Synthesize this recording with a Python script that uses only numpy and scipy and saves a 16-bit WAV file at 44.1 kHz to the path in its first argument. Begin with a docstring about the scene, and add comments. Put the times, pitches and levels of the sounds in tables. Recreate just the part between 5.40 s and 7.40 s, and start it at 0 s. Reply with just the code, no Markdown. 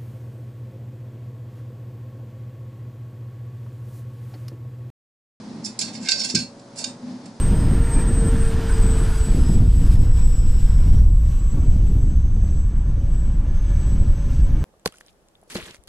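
"""Living room: a dog paws a terracotta flowerpot across the carpet.
Claws click and scrape (stick-slip) on the clay, which rings briefly. The pile hisses against
the pot and drives a hollow rumble as it rolls. The pot drops onto its rim with a thud and is
scratched once more. Low room noise with faint hums lies underneath."""
import sys
import numpy as np
from scipy import signal
from scipy.fft import rfft, irfft, next_fast_len
from scipy.io import wavfile
from scipy.ndimage import uniform_filter1d

SR = 44100
rng = np.random.default_rng(int(sys.argv[2]) if len(sys.argv) > 2 else 0)


def to_wav(s):
    """Save 16-bit WAV."""
    ch = np.atleast_2d(s).T  # columns
    pcm = np.round(np.clip(ch, -1, 1) * 32767)  # PCM
    wavfile.write(sys.argv[1], SR, pcm.astype(np.int16))


N = 88200
T = np.arange(N) / SR
RING_T = T[:SR // 2]
LANDS_S = 0.9415   # pot on its side before, on its rim after


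def from_db(db):
    """Decibels to gain."""
    return 10 ** (np.asarray(db) / 20)


def unit_energy(x):
    """Scale to a mean energy of 1 per channel."""
    return x / np.sqrt(np.mean(np.sum(x ** 2, axis=-1)) + 1e-20)


def unit_rms(x):
    """Scale to an rms of 1."""
    return x / np.sqrt(np.mean(x ** 2) + 1e-20)


def decay(t60_s):
    """Exponential decay over RING_T."""
    return np.exp(-np.log(1000) * RING_T / t60_s)


def at_hz(points, hz):
    """Read a table on a log-frequency axis."""
    f, value = np.transpose(points)
    return np.interp(np.log(np.maximum(hz, 1)), np.log(f), value)


def coloured(x, points):
    """Minimum-phase filter through points of f/Hz, level/dB."""
    n = x.shape[-1]
    size = 2 * next_fast_len(n)
    gain = from_db(at_hz(points, np.fft.rfftfreq(size, 1 / SR)))
    cepstrum = irfft(np.log(gain))
    cepstrum[1:size // 2] *= 2
    cepstrum[size // 2 + 1:] = 0
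    return irfft(rfft(x, size) * np.exp(rfft(cepstrum)))[..., :n]


def stereo_pair(mid, side, correlation):
    """Left and right from two independent noises."""
    return np.sqrt(1 + correlation) * mid + np.sqrt(1 - correlation) * side * np.array([[1], [-1]])


def pan_gains(db):
    """Gains for a left-minus-right level."""
    return from_db(np.array([[db], [-db]]) / 2)


def stereo_noise(spectrum):
    """Shaped noise of rms 1, mono at 100-300 Hz."""
    # left-right likeness: f/Hz, correlation
    likeness = [(30, 0.42), (100, 1), (300, 1), (700, 0.81), (1500, 0.37), (8000, 0.64)]
    hz = np.fft.rfftfreq(N, 1 / SR)
    white = stereo_pair(*rfft(rng.standard_normal((2, N))), at_hz(likeness, hz))
    return unit_rms(irfft(white * from_db(at_hz(spectrum, hz)), N))


def mix_in(out, start_s, x):
    """Add x to out from start_s."""
    i = int(start_s * SR)
    out[..., i:i + x.shape[-1]] += x[..., :max(N - i, 0)]


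def room_noise():
    """Low steady noise; faint hums swell and fade."""
    # noise spectrum: f/Hz, level/dB
    spectrum = [(25, -10.5), (60, -39), (120, 1), (250, 2), (400, -2.5), (600, -6.5), (900, -7.5),
                (1400, -15), (2800, -25.5), (5000, -19), (10500, -32.5)]
    # room tones: f/Hz, peak level/dB, peak t/s, 1/e half-width/s
    hums = [(117.3, -55.5, 1.0, 3.7), (562, -53, 1.23, 0.68)]
    hum = 0
    for hz, db, peak_s, width_s in hums:
        tone = np.sqrt(2) * np.sin(2 * np.pi * (hz * T + rng.random()))
        hum += from_db(db) * tone * np.exp(-((T - peak_s) / width_s) ** 2)
    return from_db(-45.5) * stereo_noise(spectrum) + hum


def room_echo(x, t60_s=0.2, delay_s=0.013):
    """Short diffuse echo of a carpeted room."""
    tail = unit_energy(rng.standard_normal((2, len(RING_T))) * decay(t60_s) * (RING_T > delay_s))
    return from_db(-11) * signal.fftconvolve(x.mean(axis=0)[None], tail, axes=1)[:, :N]


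def brushing():
    """Soft hiss of the pile against the moving pot."""
    # hiss envelope: t/s, level/dB
    envelope = [(0, -49), (.2, -50.5), (.34, -52), (.5, -46.5), (.66, -47.5), (.82, -45), (.95, -49.5),
                (1.08, -59), (1.27, -67), (1.40, -45.5), (1.50, -46), (1.58, -58), (1.70, -48), (1.80, -54),
                (1.87, -50), (1.93, -59.5), (2.0, -57.5)]
    # hiss spectrum: f/Hz, level/dB
    spectrum = [(300, -15), (550, 3), (900, 0.5), (1300, -12), (1800, -7.5), (3000, -13.5), (5000, -6.5),
                (7000, -18), (10500, -26)]
    return from_db(np.interp(T, *np.transpose(envelope))) * stereo_noise(spectrum)


def rolling():
    """The pile drives the pot's hollow resonances as it rolls and slides."""
    # rumble envelope: t/s, level/dB
    envelope = [(0, -41.5), (.12, -35.5), (.22, -35.5), (.31, -36.5), (.35, -54), (.41, -42), (.45, -35.5),
                (.53, -39.5), (.63, -31), (.70, -50), (.84, -40), (.93, -40.5), (.975, -31), (1.035, -32),
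                (1.075, -49), (1.22, -53), (1.29, -52.5), (1.35, -49), (1.50, -39), (1.56, -48),
                (1.615, -44.5), (1.645, -32.5), (1.75, -33), (1.815, -43.5), (1.87, -37.5), (2.0, -50)]
    # hollow resonances: f/Hz, half-width per filter pass/Hz, level on side/dB, level on rim/dB
    resonances = [(122, 31, -13, -12.5), (180.7, 17, -7, -9), (222, 10.7, 0, -3), (249, 5.8, -3.5, -0.5),
                  (279, 55, -8, -11.5)]
    rumble = 0
    for hz, half_width_hz, side_db, rim_db in resonances:
        b, a = signal.iirpeak(hz, hz / (2 * half_width_hz), fs=SR)
        drive = stereo_pair(*rng.standard_normal((2, N + SR // 2)), correlation=0.98)
        band = signal.lfilter(b, a, signal.lfilter(b, a, drive))[:, -N:]
        rumble += unit_rms(band) * from_db(np.where(T < LANDS_S, side_db, rim_db))
    running_rms = np.sqrt(uniform_filter1d(np.mean(rumble ** 2, axis=0), size=SR // 20) + 1e-12)
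    return from_db(np.interp(T, *np.transpose(envelope))) * rumble / running_rms


def thud(band_hz=(128.4, 520)):
    """The rim lands on the carpet: soft pushes into the low modes of cavity and floor."""
    # rim contacts: t/s, level/dB, length/s
    contacts = [(0.939, -21.5, 0.0023), (0.949, -12, 0.0034)]
    # cavity and floor modes: f/Hz, level/dB, t60/s
    modes = [(83.5, -14.5, 0.48), (119, -8.5, 0.15), (173.6, -14.5, 0.37), (208.7, -2.5, 0.086),
             (232, -10, 0.14), (325, -3, 0.084), (387, -1.5, 0.037)]
    out = np.zeros(N)
    body = sum(from_db(db) * np.sin(2 * np.pi * hz * RING_T) * decay(t60_s) for hz, db, t60_s in modes)
    for start_s, db, length_s in contacts:
        push = np.sin(np.pi * np.minimum(RING_T / length_s, 1)) ** 2
        mix_in(out, start_s, from_db(db) * signal.fftconvolve(body, push / push.sum())[:len(RING_T)])
    return signal.sosfilt(signal.butter(3, band_hz, "band", fs=SR, output="sos"), out + 1e-18)


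def mode_crowd(t60_s):
    """The clay's weak, close modes, as one decaying noise."""
    # crowd spectrum: f/Hz, level/dB
    spectrum = [(800, -16), (1250, -39.5), (1900, -12.5), (2600, -7.5), (3100, -13), (3700, -9.5),
                (4400, 2), (5300, 1.5), (6300, -4), (7300, -0.5), (8100, -8.5), (10500, -15.5)]
    white = stereo_pair(*rng.standard_normal((2, len(RING_T))), correlation=0.58)
    return unit_energy(coloured(white * decay(t60_s), spectrum))


def pot(force, start_s, low_db, top_db, ring_db, favoured_hz):
    """Pot's response to a force: a dry crack, then modes mixed anew at each contact point."""
    # strong modes, f/Hz: (level on side/dB, level on rim/dB)
    modes = {1557: (-6, -4), 1625: (-13, -18), 2150: (-11, -20), 2342: (-22, -5), 2560: (-8, -16),
             2700: (-10, -6), 3325: (-12, -20), 3640: (-4, -14), 3685: (-12, -5), 4285: (-6, -3),
             4413: (-1, 0), 4540: (-7, -2), 4655: (0, -12), 5076: (0, -2), 5245: (-2, -5), 5318: (-1, -2),
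             5432: (-7, -2), 5590: (-6, -5), 5786: (-4, -14), 6640: (-17, -4), 7170: (-8, -16),
             7325: (-6, -13), 8330: (-15, -12), 9550: (-24, -13)}
    # mode damping: f/Hz, t60/s
    damping = [(1500, .19), (5000, .17), (10000, .13)]
    modes_db, spread_db, pan_spread_db, favoured_db, crowd_db = -5, 2, 3, -6, -5
    nearest_hz = min(modes, key=lambda hz: abs(hz - favoured_hz))
    ring = 0
    for hz, (side_db, rim_db) in modes.items():
        strength, pan, turn, skew = rng.standard_normal(4)
        phase = np.pi * turn + .5 * skew * np.array([[1], [-1]])
        wave = np.sin(2 * np.pi * hz * RING_T + phase) * decay(at_hz(damping, hz))
        wave = unit_energy(wave * pan_gains(pan_spread_db * pan))
        pose_db = side_db if start_s < LANDS_S else rim_db
        gain = from_db(modes_db + pose_db + spread_db * strength) / 2
        ring += wave * np.hypot(gain, from_db(favoured_db) * (hz == nearest_hz))
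    crack = mode_crowd(t60_s=.032)
    ring += from_db(crowd_db) * mode_crowd(t60_s=.19)
    body = crack + from_db(ring_db) * ring
    sound = signal.fftconvolve(body, force[None], axes=1)[:, :len(RING_T)]
    return coloured(sound, [(2700, low_db), (5070, 0), (7770, top_db)])


def stick_slip(envelope, slips_per_s=2200, spread_db=4.5):
    """Uneven force pulses of a claw on gritty clay."""
    n = len(envelope)
    sizes = from_db(spread_db * np.minimum(rng.exponential(1, n), 4)) * rng.choice([-1, 1], n)
    return unit_energy(envelope * sizes * (rng.random(n) < slips_per_s / SR))


def claws():
    """Claws strike and drag over the pot, which lies to the right."""
    # strikes: t/s, level/dB, low/dB, top/dB, ring/dB, build-up/s, f favoured by the spot/Hz
    clinks = [(0.2465, -22, -14, 1, -4, .001, 5318), (0.2555, -17, -37, -0.5, -20, 0.00046, 5590),
              (0.2595, -23, -5.5, 2.5, 4.5, .002, 3685), (0.3888, -14.5, -6, 6, 0, .003, 7325),
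              (0.4085, -12, -2.5, -0.5, -2, 0.0075, 5076), (0.4790, -29.5, 9, -2, -7, 0.0031, 2560),
              (0.5470, -30.5, 2.5, -5.5, 6, 0.0067, 4285), (0.6718, -27, 9, -14, 3.5, 0.00086, 2150),
              (0.6851, -14, 7, 0, 6, 0.0016, 7325), (0.6885, -6, -5, -19, -9, .0012, 7170),
              (0.6955, -12, -18, -24, -6, 0.00038, 4413), (0.7178, -2, -5, -15.5, -4.5, .0015, 4655),
              (0.73, -25, -1, -13, 4, 0.00393, 1557), (0.7966, -13.5, -27, -5, -16, .004, 5076),
              (0.815, -23, 4.5, 3, -5, 0.0035, 5076), (0.8440, -17.5, -6, 3, 0.5, 0.0048, 3325),
              (0.8955, -12, -7, -8.5, -11, 0.0056, 5590), (0.947, -11.5, 0, 2, 1.5, .003, 5432),
              (0.951, -6, -14, -8, -2, .002, 4413), (0.9580, -11.5, 3, -12, -0.5, .002, 1557),
              (0.9883, -19, 7.5, -3, -1, .002, 6640), (1.193, -47, 9.5, 10, -17, 0.0022, 4540),
              (1.44, -12, -0.5, -0.5, -5.5, 0.0024, 3685), (1.856, -40.5, 8, 9, -7, .001, 8330)]
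    # drags: t/s, length/s, level/dB, low/dB, top/dB, f favoured by the spot/Hz
    scrapes = [(0.23, 0.049, -25, -17, -0.5, 5245), (0.393, 0.046, -15.5, -7, -2, 4413),
               (0.422, 0.100, -28, 1.5, 5.5, 4413), (0.521, 0.067, -31.5, 4, 5, 7325),
               (0.592, 0.13, -29, 3.5, 5.5, 5245), (0.642, 0.041, -26.5, 5.5, 1, 2150),
               (0.708, 0.01, -18.5, -12, 3.5, 7170), (0.728, 0.15, -12.5, -5, -7.5, 4655),
               (0.782, 0.045, -13, -14.5, -7.5, 5076), (0.83, 0.037, -17, -2.5, 2.5, 2700),
               (0.874, 0.053, -18, -3, 1, 4655), (0.975, 0.069, -24, -0.5, 4.5, 4285),
               (1.354, 0.093, -21.5, -2.5, 7, 4540), (1.442, 0.074, -35.5, -7, 7.5, 8330)]
    # pot's stereo balance: f/Hz, left minus right/dB
    balance = [(1500, -1.5), (2800, -7), (5000, -7), (9000, -1)]
    chatter_s, chatter_db = 0.0032, 4   # a claw skips as it lands
    low_cut_hz = 1380   # the wall radiates little below its first mode
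    out = np.zeros((2, N))
    for start_s, db, low_db, top_db, ring_db, build_s, favoured_hz in clinks:
        grip = np.minimum(RING_T / build_s, 1) * np.exp(-np.maximum(RING_T - build_s, 0) / chatter_s)
        force = from_db(chatter_db) * stick_slip(grip)
        force[int(build_s * SR / 2)] += 1   # the impact
        clink = pot(unit_energy(force), start_s, low_db, top_db, ring_db, favoured_hz)
        mix_in(out, start_s, from_db(db) * clink)
    for start_s, length_s, db, low_db, top_db, favoured_hz in scrapes:
        stroke = np.interp(RING_T / length_s, [0, 0.34, 1], [0, 1, 0])
        scrape = pot(stick_slip(stroke), start_s, low_db, top_db, ring_db=3, favoured_hz=favoured_hz)
        mix_in(out, start_s, from_db(db) * scrape)
    out = signal.sosfilt(signal.butter(4, low_cut_hz, "high", fs=SR, output="sos"), out + 1e-18)
    left = coloured(out[0], [(hz, db / 2) for hz, db in balance])
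    right = coloured(out[1], [(hz, -db / 2) for hz, db in balance])
    return from_db(15.5) * np.array([left, right])


def scene():
    """Claws with their echo, the pot on the carpet, room noise."""
    pawing = claws()
    return pawing + room_echo(pawing) + thud() + rolling() + brushing() + room_noise()


def record(dry):
    """Steep low-pass."""
    cutoff_hz = 10480
    return signal.sosfilt(signal.ellip(12, .2, 75, cutoff_hz, fs=SR, output="sos"), dry)


dry = scene()
out = record(dry)
to_wav(out)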